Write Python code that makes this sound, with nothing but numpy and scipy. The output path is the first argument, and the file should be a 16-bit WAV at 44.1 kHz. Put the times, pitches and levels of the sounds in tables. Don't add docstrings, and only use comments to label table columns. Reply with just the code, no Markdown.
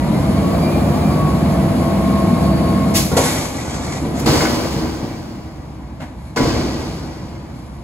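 import sys
import numpy as np
from scipy import signal
from scipy.fft import rfft, irfft, next_fast_len
from scipy.io import wavfile
from scipy.ndimage import uniform_filter1d

SR = 44100
rng = np.random.default_rng(int(sys.argv[2]) if len(sys.argv) > 2 else 0)


def bounce(signal):
    frames = np.transpose(np.atleast_2d(signal))
    limited = np.clip(frames, -1, 1)
    pcm = np.round(limited * 32767).astype(np.int16)
    wavfile.write(sys.argv[1], SR, pcm)


N = 345303
TIME = np.arange(N) / SR


def from_db(db):
    return 10 ** (np.asarray(db) / 20)


def rms_one(x):
    return x / np.sqrt(np.mean(x ** 2) + 1e-20)


def in_time(rows):
    times, values = np.transpose(rows)
    return np.interp(TIME, times, values)


def at_hz(points, hz):
    frequencies, values = np.transpose(points)
    return np.interp(np.log(hz), np.log(frequencies), values)


def drift(rate):
    knots = rng.standard_normal(N // 40)
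    return rms_one(np.interp(TIME * rate, np.arange(len(knots)), knots))


def since(start_s):
    return np.maximum(TIME - start_s, 0)


def add(out, start_s, sound):
    start = int(start_s * SR)
    out[:, start:start + sound.shape[-1]] += sound[..., :N - start]


# (frequency [Hz], left-right correlation)
EAR_LIKENESS = [(150, .99), (270, .88), (500, .64), (780, .72), (1080, .45), (1400, .25), (2100, .6),
                (2700, .4), (5000, .52), (7000, .8), (9200, .9), (14000, .85)]


def noise(spectrum, tilt_db=0, edge_hz=np.inf, size=N):
    padded = next_fast_len(size, True)
    hz = np.maximum(np.arange(padded // 2 + 1) * SR / padded, 1)
    alike = np.clip(at_hz(EAR_LIKENESS, hz), 0, 1)
    mid, side = rfft(rng.standard_normal((2, padded)))
    pair = np.sqrt(1 + alike) * mid + np.sqrt(1 - alike) * side * [[1], [-1]]
    tilt = tilt_db * np.log2(np.maximum(hz, 150))
    treble_loss = np.hypot(1, (hz / edge_hz) ** 2)
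    gain = from_db(at_hz(spectrum, hz) + tilt) / treble_loss
    return rms_one(irfft(pair * gain, padded)[:, :size])


def clatter(per_s, size_db, decay_s):
    sizes = from_db(size_db * np.minimum(rng.exponential(1, N), 4))
    contacts = sizes ** 2 * (rng.random(N) < per_s / SR)
    decay = np.exp(-2 / (decay_s * SR))
    power = signal.lfilter([1], [1, -decay], contacts + 1e-12)
    return rms_one(np.sqrt(power))


def swell(start_s, length_s, rise_s, fall_s, tail_db, tail_t60):
    after = since(start_s + length_s)
    tail_share = from_db(tail_db)
    release = (1 - tail_share) * np.exp(-after / fall_s)
    tail = tail_share * from_db(-60 * after / tail_t60)
    return (1 - np.exp(-since(start_s) / rise_s)) * (release + tail)


def tone(cycles, waver, wander, flutter_hz=9):
    shared = 1 + waver * (drift(flutter_hz) + 1j * drift(flutter_hz))
    each_ear = wander * np.array([drift(3.69) + 1j * drift(2.4) for ear in range(2)])
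    return rms_one(np.real((shared + each_ear) * np.exp(2j * np.pi * cycles)))


def firing(turns, fall_db, uneven_db=0.4):
    count = 6
    beats = turns * count / 2
    cylinder_db = uneven_db * rng.standard_normal(count)
    level_db = cylinder_db[beats.astype(int) % count] - fall_db * (beats % 1)
    return rms_one(uniform_filter1d(from_db(level_db), size=130))


# (frequency [Hz], width [Hz], boost [dB])
BODY_PANELS = [(158.6, 14, 3.5), (198.7, 8.4, 4.5), (237, 6.8, 2)]


def body_panels(x, drive):
    out = x
    for hz, width_hz, db in BODY_PANELS:
        resonance = signal.lfilter(*signal.iirpeak(hz, hz / width_hz, fs=SR), x)
        out = out + drive * (from_db(db) - 1) * resonance
    return out


# (frequency [Hz], width [Hz], boost [dB])
CASING_MODES = [(666, 16, 6), (690, 20, 3.5), (1082, 9, 11.5), (1116, 22, 17), (2163, 10, 10),
                (2382, 22, 16), (4518, 11, 12.5), (4725, 70, 12)]


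def casing(hz):
    gain = 1
    for centre, width, db in CASING_MODES:
        gain = gain + (from_db(db) - 1) / (1 + (2 * (hz - centre) / width) ** 2)
    return gain


def whine(crank_hz, order, db):
    hz = order * crank_hz
    line = tone(np.cumsum(hz) / SR, waver=0.34, wander=0.27, flutter_hz=36)
    return from_db(db) * casing(hz) * line


# (start [s], length [s], roar level [dB], hiss level [dB])
ROAR_AND_HISS_SWELLS = [(-0.2, 3.21, -15.5, -39.5), (3.536, 0.53, -24.5, -42.5),
                        (3.972, 0.287, -17.5, -41.5), (4.227, 0.15, -18.5, -29.5), (6.14, 0.16, -55, -50),
                        (6.706, 0.25, -26, -46.5), (7.145, 0.17, -34, -56), (7.49, 0.11, -44, -47.5)]
HISS_FLOOR_DB = -61


def roar_and_hiss():
    roar_level, hiss_level = 0, from_db(HISS_FLOOR_DB)
    for start_s, length_s, roar_db, hiss_db in ROAR_AND_HISS_SWELLS:
        shape = dict(rise_s=0.15, fall_s=0.0087, tail_db=-4)
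        roar_swell = from_db(roar_db) * swell(start_s, length_s, **shape, tail_t60=4.44)
        hiss_swell = from_db(hiss_db) * swell(start_s, length_s, **shape, tail_t60=1.26)
        roar_level = np.hypot(roar_level, roar_swell)
        hiss_level = np.hypot(hiss_level, hiss_swell)
    return roar_level, hiss_level


# (time [s], gear mesh frequency [Hz])
MESH_SPEED = [(0, 925), (0.3, 1062), (0.48, 1119), (0.7, 1145), (0.92, 1151), (1.06, 1144), (1.3, 1106),
              (1.5, 1092), (2.0, 1081), (2.25, 1081), (2.55, 1084.5), (2.95, 1081)]
# (time [s], level [dB])
GEAR_LOAD = [(0.15, 7), (0.55, -2), (0.9, 0), (1.27, 0), (1.4, -4), (1.55, 0), (2.0, 0), (2.3, 2),
             (2.55, -2.5), (2.9, 2)]
# (cycles per crank turn, level against the roar level [dB])
ENGINE_ORDERS = [(3, -16.5), (3.5, -20.5), (4.5, -17.5), (6.5, -15), (7, -18), (8, -11), (8.5, -18),
                 (9, -10.5), (10.5, -17.5), (11, -17), (15, -16.5)]
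# (frequency [Hz], density [dB per Hz])
ROAR_SPECTRUM = [(25, -53), (42, -22), (66, -1.5), (110, -6.5), (145, -1.5), (185, -4.5), (260, -4),
                 (320, -5.5), (390, -15), (680, -13.5), (900, -19.5), (1150, -20.5), (1350, -27.5),
                 (1850, -30), (2300, -33.5), (2900, -35.5), (8000, -54.5)]
RATTLE_SPECTRUM = [(330, -14), (480, 5), (640, 7), (830, -3.5), (1200, -5.5), (1700, -28.5)]
IDLE_SPECTRUM = [(25, -28), (42, -9.5), (65, -2), (130, -6), (200, -8.5), (310, -11.5), (400, -23),
                 (1000, -21), (1350, -32.5), (2200, -35), (3100, -42), (4500, -45), (7500, -49),
                 (15000, -79)]
GEAR_TEETH, HUM_ORDER, PUMP_ORDER = 49, 30, 102.1
IDLE_TURNS_HZ, IDLE_DB = 10.77, -32.5
THROTTLE_OFF_S, RUN_DOWN_S = 3.0, 0.49


def truck(roar_level):
    throttle = np.exp(-since(THROTTLE_OFF_S) / RUN_DOWN_S)
    pressure = throttle ** 6
    crank_hz = IDLE_TURNS_HZ + (in_time(MESH_SPEED) / GEAR_TEETH - IDLE_TURNS_HZ) * throttle
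    turns = np.cumsum(crank_hz) / SR

    pulses = firing(turns, fall_db=0)
    roar = from_db(-1) * noise(ROAR_SPECTRUM) * pulses
    rattle_db = -10.5 + 5 * (crank_hz - 23.3)
    rattle = from_db(rattle_db) * noise(RATTLE_SPECTRUM) * pulses
    tones = 0
    for order, db in ENGINE_ORDERS:
        tones = tones + from_db(db) * tone(order * turns, waver=0.35, wander=0.028)
    swelling = roar_level * (body_panels(roar + tones * throttle, drive=throttle) + rattle)

    gear_db = in_time(GEAR_LOAD)
    gears = whine(crank_hz, GEAR_TEETH, gear_db - 44.5)
    gears = gears + whine(crank_hz, 2 * GEAR_TEETH, gear_db - 58.5)
    rev_boost_db = 9.5 * np.exp(-TIME / 0.7)
    pump = whine(crank_hz, PUMP_ORDER, rev_boost_db - 57)
    pump = pump + whine(crank_hz, 2 * PUMP_ORDER, -57.5)
    pump = pump + whine(crank_hz, HUM_ORDER, -34.3)

    exhaust = tone(6 * turns, waver=0.35, wander=0.05)
    idle = noise(IDLE_SPECTRUM) * firing(turns, fall_db=-1.5)
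    idle = idle + from_db(-6) * (1 - throttle) * exhaust
    return swelling + pressure * (gears + pump) + from_db(IDLE_DB) * idle


# (frequency [Hz], density [dB per Hz])
HISS_SPECTRUM = [(2000, -13), (4400, 4.5), (6000, -1.5), (9000, -1), (11000, 3), (13000, -11), (16000, -39)]


def hiss(hiss_level):
    return hiss_level * from_db(0.74 * drift(28)) * noise(HISS_SPECTRUM)


# (frequency [Hz], density [dB per Hz])
PIPE_SPECTRUM = [(1500, -40), (2000, -16), (2200, 0.5), (2380, -2), (2600, -19), (3900, -9), (4450, -9),
                 (5200, -48)]


def pipes(hiss_level):
    drive = from_db(-4.5) * hiss_level
    for start_s, db, *_ in ARM_KNOCKS:
        t = since(start_s)
        jolt = from_db(db - 15 - 60 * t / 1.2) * (1 - np.exp(-t / 0.09))
        drive = np.hypot(drive, jolt)
    return drive * noise(PIPE_SPECTRUM) * clatter(per_s=460, size_db=5.5, decay_s=0.02)


# (time [s], level [dB], hold [s], decay [s])
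AIR_PUFFS = [(2.933, -13, 0.028, 0.049), (4.168, -31, 0.036, 0.011)]
# (frequency [Hz], density [dB per Hz])
AIR_SPECTRUM = [(900, -15), (2200, 2), (3200, 0.5), (5500, 5.5), (8000, 0.5), (11500, 2), (13500, -9),
                (16000, -7.5)]


def air_valve():
    gate = 0
    for start_s, db, hold_s, decay_s in AIR_PUFFS:
        t = since(start_s)
        jet = np.exp(-np.maximum(t - hold_s, 0) / decay_s)
        returned = from_db(-6 - 60 * t / 0.83)
        opening = 1 - np.exp(-(t / 0.022) ** 2)
        gate = gate + from_db(db) * opening * np.hypot(jet, returned)
    return gate * noise(AIR_SPECTRUM)


# (time [s], level [dB], decay [s])
LATCH_CLACKS = [(6.001, -28, 0.016), (6.016, -33.5, 0.061)]
# (frequency [Hz], density [dB per Hz])
LATCH_SPECTRUM = [(200, -35), (620, 8.5), (780, 4), (950, 4), (1250, -5), (1750, -2), (2600, -9),
                  (5000, -17), (11000, -24), (16000, -38)]


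def latch():
    gate = 0
    for start_s, db, decay_s in LATCH_CLACKS:
        t = since(start_s)
        gate = gate + from_db(db) * (1 - np.exp(-t / 0.0035)) * np.exp(-t / decay_s)
    return gate * noise(LATCH_SPECTRUM)


def tumble(per_s, t60, count):
    out = np.zeros((2, N))
    radius = from_db(-60 / (t60 * SR))
    for hz in np.geomspace(450, 6500, count):
        angle = 2 * np.pi * hz * rng.normal(1, 0.044) / SR
        moments = rng.random(N) < per_s / count / SR
        knocks = moments * rng.uniform(-0.89, 1, N) * hz ** -0.5
        poles = [1, -2 * radius * np.cos(angle), radius ** 2]
        ring = signal.lfilter([0, np.sin(angle)], poles, knocks + 1e-18)
        out += ring * rng.uniform(0.12, 1, (2, 1))
    return rms_one(out)


# (start [s], length [s], level [dB])
SLIDES = [(3.142, 0.3, -27), (3.511, 0.44, -30), (4.138, 0.024, -27.5), (4.318, 0.042, -21.5)]
# (frequency [Hz], density [dB per Hz])
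SCRAPE_SPECTRUM = [(300, 9), (900, 10.5), (1600, 1.5), (2200, 5.5), (2800, -5), (4500, -0.5), (7000, 1.5),
                   (9000, -3.5), (11000, -28), (16000, -41)]


def rubbish():
    power = 0
    for start_s, length_s, db in SLIDES:
        slide = swell(start_s, length_s, rise_s=0.038, fall_s=0.079, tail_db=-22, tail_t60=1.4)
        power = power + (from_db(db) * slide) ** 2
    scrape = noise(SCRAPE_SPECTRUM) * clatter(per_s=900, size_db=3, decay_s=0.011)
    return np.sqrt(power) * (scrape + from_db(-5) * tumble(per_s=320, t60=0.13, count=36))


def strike(modes, rise_s, t60):
    t = np.arange(SR) / SR
    hz, db = np.transpose(modes)
    gain = from_db(db + rng.normal(0, 1.2, len(hz)))
    phase = rng.uniform(0, 2 * np.pi, (len(hz), 1, 1)) + rng.normal(0, 0.24, (len(hz), 2, 1))
    rings = sum(g * np.sin(2 * np.pi * f * t + p) for f, g, p in zip(hz, gain, phase))
    unit_power = rings / np.sqrt(np.sum(gain ** 2) / 2)
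    return unit_power * (1 - np.exp(-t / rise_s)) * from_db(-60 * t / t60)


# (time [s], level [dB], t60 [s])
FORK_CLANKS = [(3.239, -28, 0.28), (4.405, -22.5, 0.21), (4.432, -25, 0.36), (6.015, -35, 0.09),
               (6.364, -23.5, 0.22), (6.39, -37, .5)]
# (frequency [Hz], level [dB])
POCKET_MODES = [(1165, -5), (1400, -1), (1490, 5.5), (1640, -3), (1715, 2), (1945, 0), (2105, 2),
                (2190, -1.5), (2330, -8)]


def forks():
    out = np.zeros((2, N))
    for start_s, db, t60 in FORK_CLANKS:
        add(out, start_s, from_db(db) * strike(POCKET_MODES, rise_s=0.0022, t60=t60))
    return out * clatter(per_s=290, size_db=6.5, decay_s=0.017)


# (time [s], level [dB], pitch [Hz])
LUMP_DROPS = [(3.119, -13, 138), (3.362, -23, 310), (3.87, -16, 137), (4.02, -14.5, 264), (4.289, -9, 140),
              (4.34, -18, 140), (4.439, -25, 251), (4.634, -28, 144), (4.761, -13, 152), (4.912, -22, 250),
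              (5.028, -18, 200), (5.068, -26, 296), (6.02, -23, 249), (6.408, -18, 239), (6.5, -21, 236),
              (6.648, -21, 310), (6.728, -22, 299)]
# (multiple of the pitch, level [dB])
FLOOR_MODES = [(0.62, -2), (1, 0.5), (1.21, -1), (1.9, -13), (2.9, -15)]


def thuds():
    out = np.zeros((2, N))
    for start_s, db, pitch_hz in LUMP_DROPS:
        modes = [(pitch_hz * multiple, mode_db) for multiple, mode_db in FLOOR_MODES]
        add(out, start_s, from_db(db) * strike(modes, rise_s=0.0033, t60=0.14))
    return out


# (frequency [Hz], level [dB])
HOPPER_MODES = [(1450, -1), (1570, 1), (1700, -2), (1935, 0), (2140, -1), (2300, -2), (2900, -8),
                (4250, -9), (4520, -6), (4720, -9)]


def hopper():
    drive = 0
    for start_s, db, _, _, tail_db, _ in BIN_BANGS:
        t = since(start_s)
        drive = np.hypot(drive, from_db(db + tail_db - 60 * t / 2.9) * (1 - np.exp(-t / 0.023)))
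    shaking = noise([(20, 0), (20000, 0)])
    walls, width_hz = 0, 26
    for hz, db in HOPPER_MODES:
        resonance = signal.lfilter(*signal.iirpeak(hz, hz / width_hz, fs=SR), shaking)
        walls = walls + from_db(db + 3.5 * drift(16)) * resonance
    return from_db(-20.5) * drive * rms_one(walls)


def steel(blows, spectrum, modes, tail_t60, treble_t60, rise_s, boom_rise_s, modes_db, rattle):
    out, size = np.zeros((2, N)), 3 * SR
    t = np.arange(size) / SR
    split = signal.butter(2, 1200, fs=SR, output="sos")
    for start_s, db, bright_db, crash_s, tail_db, edge_hz in blows:
        plates = noise(spectrum, bright_db, edge_hz, size=size)
        low = signal.sosfiltfilt(split, plates)
        crash = np.exp(-t / crash_s)
        surges = from_db(2.3 * (drift(30)[:size] - 0.5))
        boom = low * np.hypot(crash, surges * from_db(tail_db - 60 * t / tail_t60))
        clash = (plates - low) * np.hypot(crash, from_db(tail_db - 60 * t / treble_t60))
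        shake = 2 + rattle * (clatter(per_s=630, size_db=-1, decay_s=0.0033)[:size] - 1)
        rings = 0
        for hz, mode_db, t60 in modes:
            phase = rng.uniform(0, 2 * np.pi) + rng.normal(0, 0.14, (2, 1))
            pitch_hz = hz * rng.normal(1, 0.00876)
            rings = rings + from_db(mode_db - 60 * t / t60) * np.sin(2 * np.pi * pitch_hz * t + phase)
        body = (1 - np.exp(-t / boom_rise_s)) * (boom + from_db(modes_db) * rings)
        treble = (1 - np.exp(-t / rise_s)) * clash * shake
        add(out, start_s, from_db(db) * (body + treble))
    return out


# (time [s], level [dB], brightness [dB per octave],
# crash decay [s], tail level [dB], treble edge [Hz])
ARM_KNOCKS = [(3.115, -18, -2, 0.12, -8, 16000), (3.166, -12, 1, 0.035, -6.5, 16000),
              (3.235, -25, 3.5, 0.15, -17, 16000), (6.363, -26, -2, 0.015, -12, 8000),
              (6.402, -18, -5.5, 0.028, -3, 7940)]
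# (frequency [Hz], density [dB per Hz])
ARM_SPECTRUM = [(30, -21), (80, 6), (280, 4), (380, 0.5), (480, 2), (950, -4), (1300, -14), (2250, -18.5),
                (2900, -19), (6500, -21), (11500, -24.5), (15200, -46)]
# (frequency [Hz], level [dB], t60 [s])
ARM_MODES = [(258, -10, 0.98), (447, -5.5, 0.15), (487, -2, 0.25), (544, -13, 0.44), (758, -10.5, 0.32),
             (922, -11, 0.27), (1013, -14.5, 0.085), (1100, -13, 0.69), (1410, -14.5, 0.16)]


def lift_arms():
    return steel(ARM_KNOCKS, ARM_SPECTRUM, ARM_MODES, tail_t60=2.2, treble_t60=1.3,
                 rise_s=0.0018, boom_rise_s=0.0025, modes_db=3, rattle=0.6)


# (time [s], level [dB], brightness [dB per octave],
# crash decay [s], tail level [dB], treble edge [Hz])
BIN_BANGS = [(4.04, -24, -2.5, 0.097, -6, 12000), (4.258, -14.5, 0.5, 0.086, 2.5, 14000),
             (4.315, -19, 0.5, 0.11, -15, 16000), (4.412, -16, 0, 0.079, -7, 16000),
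             (4.72, -25, 1, 0.026, -10.5, 14000), (4.77, -24, -0.5, 0.037, -6, 14000),
             (5.03, -27, -1.5, 0.06, -11, 14000), (6.36, -14.5, 0.94, 0.019, -3, 8400),
             (6.388, -16, -2.5, 0.018, -0.5, 8500), (6.474, -23, 1, 0.026, -7, 8500)]
# (frequency [Hz], density [dB per Hz])
BIN_SPECTRUM = [(25, -9), (65, 2), (110, 1), (142, 5), (188, -7), (240, 7), (280, 2.5), (325, 7.5),
                (385, -2), (520, -3.5), (1050, -10), (1350, -19), (2200, -25), (2800, -24.5), (3800, -26),
                (4600, -21), (5400, -24), (7500, -31.5), (11500, -35), (15200, -37)]
# (frequency [Hz], level [dB], t60 [s])
BIN_MODES = [(132.8, -9, 1.2), (154.7, -20.5, 1.6), (239, -6, 0.92), (321.3, -10.5, 2.84), (463, -1, 0.28),
             (569, -14, 0.52), (652, -16, 0.43), (760, -10.5, 0.61), (993, -13, 0.71), (1153, -15, 0.33),
             (1943, -20, 1.2), (2100, -28, 1)]


def bin_bangs():
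    return steel(BIN_BANGS, BIN_SPECTRUM, BIN_MODES, tail_t60=2.35, treble_t60=2.25,
                 rise_s=0.0031, boom_rise_s=0.006, modes_db=-0.5, rattle=0.71)


def reflections(x, echo_db, count):
    treble = signal.sosfilt(signal.butter(2, 1500, "high", fs=SR, output="sos"), x)
    out = x.copy()
    for delay_s in rng.uniform(0.003, 0.02, count):
        add(out, delay_s, from_db(echo_db) * rng.choice([-1, 1]) * treble)
    return out


def scene():
    roar_level, hiss_level = roar_and_hiss()
    machinery = truck(roar_level) + hiss(hiss_level) + pipes(hiss_level) + air_valve() + latch()
    contents = rubbish() + thuds()
    impacts = forks() + hopper() + lift_arms() + bin_bangs()
    return reflections(machinery + contents + impacts, echo_db=-18.5, count=6)


# (frequency [Hz], lead of the left [rad])
PORT_PHASE = [(450, 0), (1100, .4), (1800, -1.4), (2600, 2), (4500, 2.2), (5200, 3), (7100, 0),
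              (9150, -3.14), (11400, -6.3), (13700, -9.42), (15500, -12.5)]
CUTOFF_HZ = 15600


def record(dry):
    hz = np.arange(N + 1) * SR / (2 * N)
    lead = np.interp(hz, *np.transpose(PORT_PHASE))
    right = irfft(rfft(dry[1], 2 * N) * np.exp(-1j * lead))[:N]
    ports = np.array([dry[0], right])
    middle = signal.sosfilt(signal.butter(1, [300, 2200], "band", fs=SR, output="sos"), ports)
    bass = signal.sosfilt(signal.butter(1, 110, fs=SR, output="sos"), ports)
    coloured = ports + (0.094 * middle - 0.11 * bass) * [[1], [-1]]
    no_rumble = signal.sosfilt(signal.butter(2, 32, "high", fs=SR, output="sos"), coloured)
    rounded = 1.2 * np.tanh(no_rumble / 1.2)
    return signal.sosfilt(signal.ellip(10, 0.1, 80, CUTOFF_HZ, fs=SR, output="sos"), rounded)


dry = scene()
out = record(dry)
bounce(out)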